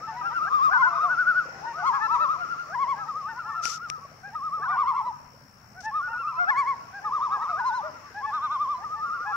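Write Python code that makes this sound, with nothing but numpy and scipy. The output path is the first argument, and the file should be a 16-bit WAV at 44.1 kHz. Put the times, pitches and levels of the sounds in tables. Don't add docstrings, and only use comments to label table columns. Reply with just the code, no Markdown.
import sys
import numpy as np
from scipy import signal
from scipy.fft import rfft, irfft, next_fast_len
from scipy.io import wavfile
from scipy.ndimage import uniform_filter1d, map_coordinates

SR = 44100
rng = np.random.default_rng(int(sys.argv[2]) if len(sys.argv) > 2 else 0)


def unload_wav(signal):
    wavfile.write(
        sys.argv[1],
        SR,
        np.round(np.clip(np.atleast_2d(signal).T, -1, 1) * 32767).astype(np.int16),
    )


def voltage_ratio(level):
    return 10 ** (np.asarray(level, float) / 20)


N = 412769


def unit(x):
    return x / np.sqrt(np.mean(x ** 2) + 1e-20)


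def along(points, hz):
    f, v = np.transpose(points)
    return np.interp(np.log(hz + 1), np.log(f + 1), v)


def curves(rows, **outside):
    s, *cols = np.transpose(rows)
    return [np.interp(np.arange(N) / SR, s, c, **outside) for c in cols]


def wobble(rate):
    knots = rng.standard_normal(int(N * rate / SR) + 4)
    return map_coordinates(knots, [np.arange(N) * rate / SR])


def filtered(x, response):
    m = next_fast_len(N + SR // 2)
    return irfft(rfft(x, m) * response(np.fft.rfftfreq(m, 1 / SR)), m)[..., :N]


def panned(x, left_db):
    return np.array([x * voltage_ratio(left_db / 2), x * voltage_ratio(-left_db / 2)])


def add(track, s, sound):
    part = track[..., max(round(s * SR), 0):][..., :sound.shape[-1]]
    part += sound[..., :part.shape[-1]]


# first crest in seconds, last crest in seconds, first pitch in Hz, last pitch in Hz, level in dB.
WIDE_LAUGHS = [
    (1.87, 1.958, 1438, 1400, -29.5),
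    (2.131, 2.321, 1338, 1289, -21),
    (2.245, 2.607, 1413, 1408, -33.5),
    (4.615, 4.896, 1215, 1232, -25),
    (4.778, 5.045, 1400, 1350, -40),
    (7.056, 7.43, 1251, 1301, -26.5),
    (7.864, 7.96, 1440, 1400, -38),
    (7.15, 7.43, 1190, 1130, -27),
]
EVEN_LAUGHS = [(.186, .451, 1400, 1383, -27.5), (8.354, 8.712, 1261, 1201, -25),
               (3.665, 3.76, 1330, 1300, -37), (.558, .65, 1225, 1260, -20.5),
               (.721, .885, 1100, 1065, -22.5), (.749, .852, 1504, 1502, -19),
               (1.119, 1.378, 1505, 1485, -19.5), (1.14, 1.41, 1340, 1310, -36.5),
               (1.775, 1.95, 1300, 1280, -29.5), (1.879, 1.96, 1084, 1122, -21),
               (2.728, 2.904, 1125, 1110, -23.5), (3.088, 3.285, 1280, 1270, -27.5),
               (3.392, 3.837, 1385, 1422, -31.5), (4.358, 4.655, 1260, 1297, -28),
               (4.65, 4.74, 1540, 1479, -24.5), (4.807, 4.979, 1126, 1054, -22.5),
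               (6.115, 6.478, 1400, 1305, -34), (6.497, 6.697, 1145, 1129, -20.5),
               (7.583, 7.765, 1070, 1035, -23.5), (9.225, 9.35, 1234, 1165, -29)]
NARROW_LAUGHS = [
    (3.28, 3.395, 1518, 1474, -31),
    (6.059, 6.156, 1478, 1471, -26.5),
    (7.629, 7.733, 1498, 1500, -27.5),
    (8.838, 9.126, 1270, 1249, -29),
    (9.072, 9.231, 1415, 1441, -32),
    (2.465, 2.642, 1430, 1390, -41),
]
FLIPS = [
    3.287,
    4.657,
    .213,
    .89,
]


def laughs():
    warble_s = .093
    snap_s = .035
    rise_s, fall_s = .056, .05
    ends_db = 2.5
    breaks = [s for s, *_ in CLIMBS] + FLIPS
    rows = []
    for table, dip_hz in [(WIDE_LAUGHS, 287.3), (EVEN_LAUGHS, 206.94), (NARROW_LAUGHS, 136.5)]:
        for first, last, first_hz, last_hz, db in table:
            place = np.linspace(0, 1, round((last - first) / warble_s) + 1)
            crests = first + place * (last - first)
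            hz = first_hz + place * (last_hz - first_hz)
            level_db = db - ends_db * (2 * place - 1) ** 2
            start = max([s for s in breaks if -snap_s / 4 < s - first < snap_s] + [first - rise_s])
            end = min([s for s in FLIPS if abs(s - last) < snap_s / 2] + [last + fall_s])
            rows.append((crests, hz, level_db, dip_hz, start, end, 0))
    return rows


# crest in seconds, pitch in Hz, level in dB, fall in seconds.
LONE = [(0.051, 1322, -36, 0.095), (.535, 1263, -27.5, 0.034), (.435, 1280, -31, .05),
        (.744, 1235, -31, .05), (.897, 1340, -33, .026), (0.965, 1266, -26, 0.027),
        (.942, 1230, -28.5, 0.062), (1.029, 1257, -19.5, 0.13), (1.672, 1493, -42, 0.075),
        (1.806, 1495, -32.5, 0.054), (2.054, 1338, -23, 0.017), (3.017, 1320, -36, 0.079),
        (3.51, 1170, -37, .065), (3.588, 1335, -32, .025), (3.654, 1405, -30, .04), (5.14, 1270, -47, .035),
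        (6.84, 1430, -55, .07), (3.936, 1313, -34, 0.062), (4.04, 1146, -42, .023),
        (4.99, 1144, -30, 0.045), (5.074, 999, -31, 0.046), (2.705, 1252, -40.5, 0.024),
        (0.349, 1530, -38.5, 0.024), (5.97, 1264, -25.5, 0.049), (6.265, 1246, -30, .12),
        (7.508, 1290, -29, .012), (7.532, 1250, -33, .05), (7.553, 1265, -32, .08),
        (7.844, 1230, -36, .085), (8.059, 1190, -48, 0.037), (9.355, 1408, -31, 0.012),
        (1.039, 1388, -31.5, 0.024), (8.258, 1143, -29.5, 0.0028), (7.502, 1430, -40, .03)]
# crest in seconds, pitch in Hz, level in dB, rise
# in seconds, octave gain in dB.
HOOTS = [(.105, 900, -36, .032, -6), (.192, 985, -33, .048, 4), (.254, 810, -45.5, .03, .1),
         (.9, 716, -45, .045, -5), (1.062, 730, -37, .035, -10), (1.575, 800, -50, .03, -4),
         (1.695, 945, -33, .045, .1), (1.81, 736, -36.5, .045, -3), (2.037, 896, -32.5, .04, 4),
         (2.15, 983, -26, .045, -8), (2.225, 608, -44, .025, -8), (2.4, 724, -46, .025, -8),
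         (3.0, 843, -43, .04, 2.5), (3.305, 908, -39, .035, -2.5), (3.494, 900, -43, .045, 2.5),
         (4.275, 808, -46.5, .045, .1), (4.609, 883, -45, .035, -9), (4.738, 770, -38, .045, -6),
         (5.878, 882, -34.5, .045, .1), (6.115, 930, -37, .04, .1), (6.42, 730, -37, .045, 2.5),
         (6.968, 810, -43, .04, 4), (7.068, 874, -40, .03, -3), (7.35, 842, -42.5, .045, 2.5),
         (7.508, 715, -39, .015, -6),
         (7.87, 643, -37.5, .038, -8), (8.19, 851, -38, .045, 2.5), (8.28, 878, -32, .033, .1),
              (8.765, 1010, -40, .03, -12), (.955, 700, -42, .025, -6), (.145, 750, -48, .03, -4),
              (2.225, 915, -46, .03, 3), (5.79, 745, -50, .045, .1), (6.365, 1035, -36, .045, -8),
              (1.948, 842, -42, .022, .1), (8.983, 900, -43.5, .045, .1), (9.296, 852, -34.5, .045, .1),
              (3.588, 720, -50, .018, -6), (3.535, 890, -50, .022, 8), (4.76, 925, -52, .03, 8)]
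# break in seconds, top pitch in Hz, level in dB, octave gain in dB.
CLIMBS = [(.333, 957, -38, 2.5), (.485, 800, -43, 9), (.734, 804, -36, 4), (1.658, 962, -37.5, -3),
          (2.747, 818, -39, 4), (3.085, 930, -41, 3), (3.39, 1038, -40, 8), (4.353, 940, -39, 5),
          (4.638, 819, -44, 9), (4.714, 948, -38, 8), (6.168, 981, -43, -3), (6.505, 865, -32, 7),
          (7.049, 900, -43, 8), (7.432, 941, -35, 3), (7.597, 812, -38, 8), (8.842, 904, -37.5, .1),
          (.957, 1000, -41, 6)]


def single_calls():
    rise_s, hoot_end_s = .056, .034
    climb_s, break_s = .062, .003
    aim_s, aim_hz = .011, 28
    rows = []
    for s, hz, db, fall in LONE:
        rows.append(([s], [hz], [db], 169.2, s - rise_s, s + fall, 0))
    for s, hz, db, rise, octave_db in HOOTS:
        rows.append(([s], [hz], [db], 84.9, s - rise, s + hoot_end_s, octave_db))
    for s, hz, db, octave_db in CLIMBS:
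        rows.append(([s + aim_s], [hz + aim_hz], [db + 2], 168.5, s - climb_s, s + break_s, octave_db))
    return rows


# crest in seconds, pitch
# in Hz, level in dB, gain of octave and third partial in dB, gain of upper overtones in dB.
ACCENTS = [(.19, 1400, 2.5, .1, 9), (.274, 1395, -1.5, .1, 9), (.362, 1390, 3, -3, 13),
           (.451, 1383, 1.5, -3, 14), (.558, 1225, .1, -3, 4), (.65, 1260, 7, -5, 5),
           (.749, 1504, 3.5, .1, .1), (2.904, 1110, 1.5, -2.5, -6), (4.74, 1479, -4, .1, .1),
           (.803, 1082, .1, 5, -5), (.885, 1065, .1, .1, -6), (.852, 1502, 2.5, .1, 14),
           (1.029, 1257, -1.5, -4, .1), (1.119, 1505, 1.5, .1, .1), (1.29, 1492, 1.5, .1, .1),
           (1.378, 1485, 1.5, .1, .1), (1.775, 1300, -4, -6, .1), (1.879, 1084, 2.5, 3, 3),
           (1.96, 1122, -1.5, -3, 3), (2.054, 1338, -1.5, 4, 6), (2.131, 1338, 2.5, 4, 4),
           (2.226, 1313, -1.5, 3, .1), (2.816, 1118, -1.5, -2.5, -6), (3.187, 1275, -4, -4, .1),
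           (3.285, 1270, -3, -4, .1), (4.358, 1260, -1.5, -8, .1), (3.395, 1474, -8, .1, .1),
           (3.57, 1400, -2.5, 3, .1), (3.481, 1392, -3, .1, .1), (3.837, 1422, -1.5, .1, .1),
           (4.457, 1272, -1.5, -8, .1), (4.556, 1285, -.6, -8, .1), (4.979, 1054, -1.5, -3, -8),
           (5.074, 999, 2.5, -10, -8), (4.807, 1126, 1.5, .1, .1), (4.893, 1090, 1.5, -2.5, -6),
           (6.265, 1246, .1, -12, .1), (6.205, 1375, .1, -3, .1), (6.295, 1350, 3, -5, .1),
                (6.115, 1400, .1, -3, .1), (6.387, 1329, .1, -5, .1), (6.497, 1145, .1, -4, .1),
                (6.597, 1137, 1.5, -2.5, 3), (6.697, 1129, -1.5, -2.5, -2.5), (6.522, 915, .1, .1, 10),
                (7.15, 1263, 3, -7, .1), (7.056, 1251, .1, -8, .1), (7.15, 1190, .1, -9, .1),
                (7.243, 1170, .1, -9, .1), (7.337, 1150, .1, -8, .1), (7.43, 1130, -5, -5, .1),
                (7.614, 862, .1, .1, 14), (7.674, 1052, .1, -7, 6), (7.765, 1035, 1.5, -6, 7),
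                (7.629, 1498, -3, .1, .1), (7.733, 1500, -4, .1, .1), (7.96, 1400, -5, .1, .1),
                (8.838, 1270, .1, -8, .1), (8.934, 1263, -2.5, -9, .1), (9.03, 1256, 1.5, -9, .1),
                (9.126, 1249, .1, -9, .1), (9.225, 1234, -3, -9, .1), (8.354, 1261, .1, 6, .1),
                (8.443, 1246, -1.5, 4, .1), (8.533, 1231, -1.5, 4, .1), (8.622, 1216, 1.5, 4, .1),
                (8.712, 1201, 1.5, 3, .1), (8.28, 878, .1, .1, 5), (2.426, 1410, 1.5, .1, .1),
                (2.516, 1409, 1.5, .1, .1), (3.748, 1415, -1.5, .1, .1)]


def accents(crests, hz):
    rows = np.array(ACCENTS)
    same_time = np.abs(rows[:, 0] - np.c_[crests]) < .025
    same_pitch = np.abs(rows[:, 1] - np.c_[hz]) < 45
    return ((same_time & same_pitch) @ rows[:, 2:]).T


# from in seconds, to in seconds, lowest pitch in Hz,
# highest pitch in Hz, overtone gain in dB.
FACING = [(.2, .47, 1330, 1450, 3), (.45, .92, 600, 1150, 5), (1.2, 1.35, 1280, 1400, 10),
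          (1.9, 2.1, 800, 920, 10), (2.68, 2.95, 600, 1150, 7), (4.78, 5.0, 1000, 1150, 4),
          (4.85, 5.0, 1330, 1450, 8), (6.1, 6.4, 1330, 1450, 15), (6.38, 6.75, 600, 1180, 17),
          (7.1, 7.4, 1230, 1330, 6), (8.4, 8.6, 1230, 1330, 5)]


def facing(s, hz):
    return sum(gain for start, end, low, high, gain in FACING if start < s < end and low < hz < high)


# crest pitch in Hz,
# octave in dB, third partial in dB, upper overtones in dB.
COLOUR = [(800, 1.5, -18, -13.5), (900, -5.5, -26.5, -6.5), (1015, -24, -39, 2), (1100, -28.5, -36.5, -5.5),
          (1180, -30, -37.5, -19), (1280, -37, -39, -19), (1400, -29, -40, -27),
          (1500, -46.5, -47.5, -35.5)]
# multiple of the pitch, level in dB.
REED = [(4, -28), (5, -34), (6, -34), (7, -42), (8, -44)]
# until in seconds, rate in Hz, sideband level in dB.
BURR = (8.575, 280, -15)


def sing(call, turn, flutter):
    crests, hz, db, dip_hz, first, last, chest_db = call
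    fade_s = .012
    t = np.arange(max(first - fade_s / 2, 0), last + fade_s / 2, 1 / SR)
    half_s = np.ptp(crests) / (len(crests) - 1) / 2 if len(crests) > 1 else .046
    chest = hz[0] <= 990
    hollow = 1200 < hz[0] < 1330
    shrill = hz[0] > 1480

    u = np.abs(t[:, None] - crests).min(axis=1) / half_s
    sunk = np.where(u < 1, (1 - np.cos(2.4 * u)) / (1 - np.cos(2.4)), 1 + .9 * (u - 1))
    drift, shimmer = np.roll(flutter, round(turn * SR), axis=1)[:, :len(t)]
    crest_hz = np.interp(t, crests, hz)
    pitch_hz = crest_hz + 7.67 * drift - dip_hz * uniform_filter1d(sunk, size=300)
    phase = 2 * np.pi * np.cumsum(pitch_hz) / SR + 4 * turn

    push_db, open_db, reed_db = (np.interp(t, crests, a) for a in accents(crests, hz))
    sag_db = (9 + 8 * shrill) * sunk ** 1.52
    level_db = np.interp(t, crests, db) + push_db - sag_db + 2.1 * shimmer
    strain_db = .07 * np.minimum(level_db + 25, 0)
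    facing_db = facing(np.mean(crests), hz[0])

    octave_db, third_db, upper_db = (np.interp(crest_hz, [row[0] for row in COLOUR], column)
                                     for column in np.transpose(COLOUR)[1:])
    octave_facing = -.7 if hollow else .55 if chest else 1
    octave_db = octave_db + facing_db * octave_facing + chest_db + open_db + 2.5 * drift - 3 * sunk
    third_facing = hollow + .6 * (hz[0] < 990)
    third_db = third_db + open_db + strain_db + third_facing * facing_db + 3 * drift - 4.9 * sunk
    upper_db = upper_db + reed_db + strain_db + .45 * facing_db - 3 + 3 * drift - 15 * sunk

    note = np.sin(phase) + voltage_ratio(octave_db) * np.sin(2 * phase + 1)
    note += voltage_ratio(third_db) * np.sin(3 * phase)
    note += voltage_ratio(upper_db) * sum(voltage_ratio(part_db) * np.sin(k * phase) for k, part_db in REED)

    until_s, burr_hz, burr_db = BURR
    if len(crests) > 1 and crests[0] < until_s < crests[-1]:
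        split = 4 * note - 3 * np.sin(phase)
        depth = 2 * voltage_ratio(burr_db - 10 * sunk) * np.clip((until_s - t) / fade_s, 0, 1)
        note += split * depth * np.cos(2 * np.pi * burr_hz * t)
    edges = np.clip(np.minimum(t - t[0], t[-1] - t) / fade_s, 0, 1)
    return t[0], np.sqrt(2) * voltage_ratio(level_db) * np.sin(np.pi * edges / 2) ** 2 * note


# frequency in Hz, left lead in radians, left-right level in dB.
PORTS = [(300, 0, -.4), (800, .4, -.4), (1380, 1.1, .1), (2300, .1, 2.5), (4500, 0, 2.5)]
# time in seconds, left-right level in dB.
SIDEWAYS = [(0, 4.5), (1.3, 4), (2.5, 5), (3.6, 4), (5, 2), (9.4, 2.5)]


def loons():
    voices = np.zeros((2, N))
    flutter = np.array([wobble(40), wobble(40)])
    chance = rng.standard_normal(size=(200, 2))
    for call, (turn, spot) in zip(laughs() + single_calls(), chance):
        start, sound = sing(call, turn, flutter)
        pair = panned(sound, .8 * spot)
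        pair[1] = np.roll(pair[1], round(4 * spot))
        add(voices, start, pair)

    ports = np.array(PORTS)

    def port_response(hz):
        lead = np.array([[.5j], [-.5j]]) * along(ports[:, :2], hz)
        return np.exp(lead) * panned(1, along(ports[:, ::2], hz))

    return filtered(voices, port_response) * panned(np.ones(N), curves(SIDEWAYS)[0])


def bill_rasp(birds):
    hiss = np.abs(birds) * rng.standard_normal(N)
    return voltage_ratio(-29) * filtered(hiss, lambda hz: (hz > 1600) / (1 + (hz / 4000) ** 4))


# frequency in Hz, time to die by 60 dB in seconds.
SHORE = [(500, 0.59), (1400, 0.66), (4000, 0.1)]


def shore(x, gap_s=.05, echo_db=-20.5):
    hz, t, z = signal.stft(rng.standard_normal((2, SR)), SR, nperseg=256)
    decay = voltage_ratio(-60 * t / along(SHORE, hz)[:, None])
    tail = signal.istft(z * decay, SR, nperseg=256)[1]
    late = np.pad(x, ((0, 0), (round(gap_s * SR), 0)))
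    return voltage_ratio(echo_db) * signal.fftconvolve(late, tail / np.linalg.norm(tail[0]), axes=1)[:, :N]


# time in seconds, level in dB.
BRUSH = [
    [(3.618, -55), (3.64, -35), (3.7, -36), (3.76, -42), (3.782, -53.5)],
    [(3.885, -56), (3.9, -50)],
    [(5.805, -44.5), (5.82, -57), (5.862, -48)],
]
# time in seconds, peak in dB, left-right level in dB.
TICKS = [
    (3.6545, -20, 24),
    (3.9002, -22, 16.5),
    (5.8465, -48, 16.5),
    (3.886, -50, 12),
    (3.873, -55, 12),
    (.058, -52, 4),
]
# frequency in Hz, level in dB per Hz.
CLOTH = [(940, -57), (1600, -40), (1730, -17), (4000, -17), (5700, -2), (9500, -30), (12700, -30),
         (15700, -55)]


def cloth():
    drag = sum(voltage_ratio(curves(stroke, left=-150, right=-150)[0]) for stroke in BRUSH)
    noise = filtered(rng.standard_normal((2, N)), lambda hz: voltage_ratio(along(CLOTH, hz)))
    grit = voltage_ratio(wobble(200)) * unit(noise)
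    rub = uniform_filter1d(drag, size=200) * grit * voltage_ratio([[5], [-9]])
    t = np.arange(SR // 100) / SR
    for s, db, left_db in TICKS:
        snap = 0.6 * uniform_filter1d(rng.standard_normal(len(t)), size=3)
        snap += np.sin(2 * np.pi * 5600 * t) + 0.55 * np.sin(2 * np.pi * 2400 * t)
        envelope = voltage_ratio(db + 4.0 - 60 * t / 0.006) * (1 - np.exp(-t / .0003))
        add(rub, s, panned(envelope * snap, left_db))
    return rub


# time in seconds, peak in dB, pitch in Hz.
PLOPS = [
    (1.455, -55, 500),
    (1.487, -54, 485),
    (3.979, -63, 470),
    (4.049, -59, 570),
    (4.598, -58, 420),
    (5.373, -66, 624),
    (4.115, -61.5, 590),
    (5.065, -56.5, 610),
]


def ripples(cycles=9, glide=0.18, count=160):
    water = np.zeros(N)
    u = rng.random((count, 3))
    faint = np.c_[u[:, 0] * N / SR, -68 - 2 * np.log(u[:, 1] + .03), 430 * 2 ** u[:, 2]]
    for s, db, hz in [*PLOPS, *faint]:
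        t = np.arange(int(SR * cycles * 2 / hz)) / SR
        life = t * hz / cycles
        envelope = voltage_ratio(db + 19 - 23 * life) * (1 - np.exp(-t / 0.001))
        add(water, s, envelope * np.sin(2 * np.pi * hz * t * (1 + glide * life / 2)))
    return panned(water, left_db=1.0)


# frequency in Hz, width in Hz, level in dB.
WING = [(5450, 700, 0), (6500, 900, -9)]


def insect(rate_hz=67.9, sharpness=2.6):
    turns = np.cumsum(rate_hz * (1 + 0.0041 * wobble(1.3))) / SR
    stroke_hz = WING[0][0] - 800 * (turns % 1 - .5) + 90 * wobble(60)
    stroke = np.sin(2 * np.pi * np.cumsum(stroke_hz) / SR)
    rasps = np.abs(np.sin(np.pi * turns)) ** sharpness * (rng.standard_normal(N) + 0.7 * stroke)

    def ring(f):
        return sum(voltage_ratio(db) * 1j * f * w / (c * c - f * f + 1j * f * w) for c, w, db in WING) ** 2

    return panned(voltage_ratio(-66 + 0.68 * wobble(3.0)) * unit(filtered(rasps, ring)), left_db=14.5)


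# time in seconds, drone pitch in Hz, level in dB.
BOAT = [(0, 153, -58.5), (2.3, 152, -58.5), (4.2, 147.4, -59), (5.9, 133.8, -63), (7.5, 119.8, -70),
        (9.4, 116.5, -88.5)]


def boat():
    hz, db = curves(BOAT)
    phase = 2 * np.pi * np.cumsum(hz * (1 + 0.0073 * wobble(9.7))) / SR
    drone = voltage_ratio(2.6 * wobble(18)) * np.sin(phase)
    drone += voltage_ratio(-8.5 + 1.6 * wobble(4)) * np.sin(1.5 * phase)
    return panned(voltage_ratio(db + 0.5) * drone, left_db=2.5)


# frequency in Hz, level in dB per Hz.
AIR = [(25, -28.5), (100, -12), (220, -16.5), (360, -23.5), (600, -20), (1400, -17), (2600, -28),
       (3600, -41.5), (5500, -26.5), (7000, -38), (8500, -46), (10500, -47), (13000, -44.5), (15700, -40)]
# frequency in Hz, left-right likeness from 0 to 1.
ALIKE = [(60, 0.95), (200, 0.8), (640, 0.64), (1400, 0)]
# frequency in Hz, left-right level in dB.
LEAN = [(200, 1.5), (1300, 5), (5000, 6.5), (15000, 2)]
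# time in seconds, level in dB.
STIR = [(0, 3.5), (2, 6), (4, -1.5), (5.5, -5), (7.3, 2.5), (9.4, 0)]


def air(patchy_db=1.9):
    z = signal.stft(rng.standard_normal((2, N)), nperseg=512)[2]
    field = uniform_filter1d(rng.standard_normal(z.shape[1:]), 6, 0)
    field = unit(uniform_filter1d(field, 14, 1))
    steadier_bass = np.clip(np.arange(len(field)) / 5, .3, 1)[:, None]
    pair = signal.istft(z * voltage_ratio(patchy_db * field * steadier_bass), nperseg=512)[1][:, :N]

    def mid_side(hz):
        turn = np.arccos(np.clip(along(ALIKE, hz), -1, 1)) / 2
        return voltage_ratio(along(AIR, hz)) * [np.cos(turn), np.sin(turn)]

    mid, side = filtered(pair, mid_side)
    stereo = np.array([mid + side, mid - side])
    bed = voltage_ratio(-50.5) * unit(filtered(stereo, lambda hz: panned(1, along(LEAN, hz))))
    water = filtered(bed, lambda hz: (hz > 280) & (hz < 7500))
    return bed + (voltage_ratio(curves(STIR)[0]) - 1) * water


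def scene():
    birds = loons()
    birds = birds + bill_rasp(birds)
    return birds + shore(birds) + cloth() + ripples() + insect() + boat() + air()


def top_cut(x):
    return signal.sosfilt(signal.butter(12, 16800, fs=SR, output="sos"), x)


def record(dry):
    mix = filtered(dry, lambda hz: hz < 15760)
    return top_cut(mix)


dry = scene()
out = record(dry)
unload_wav(out)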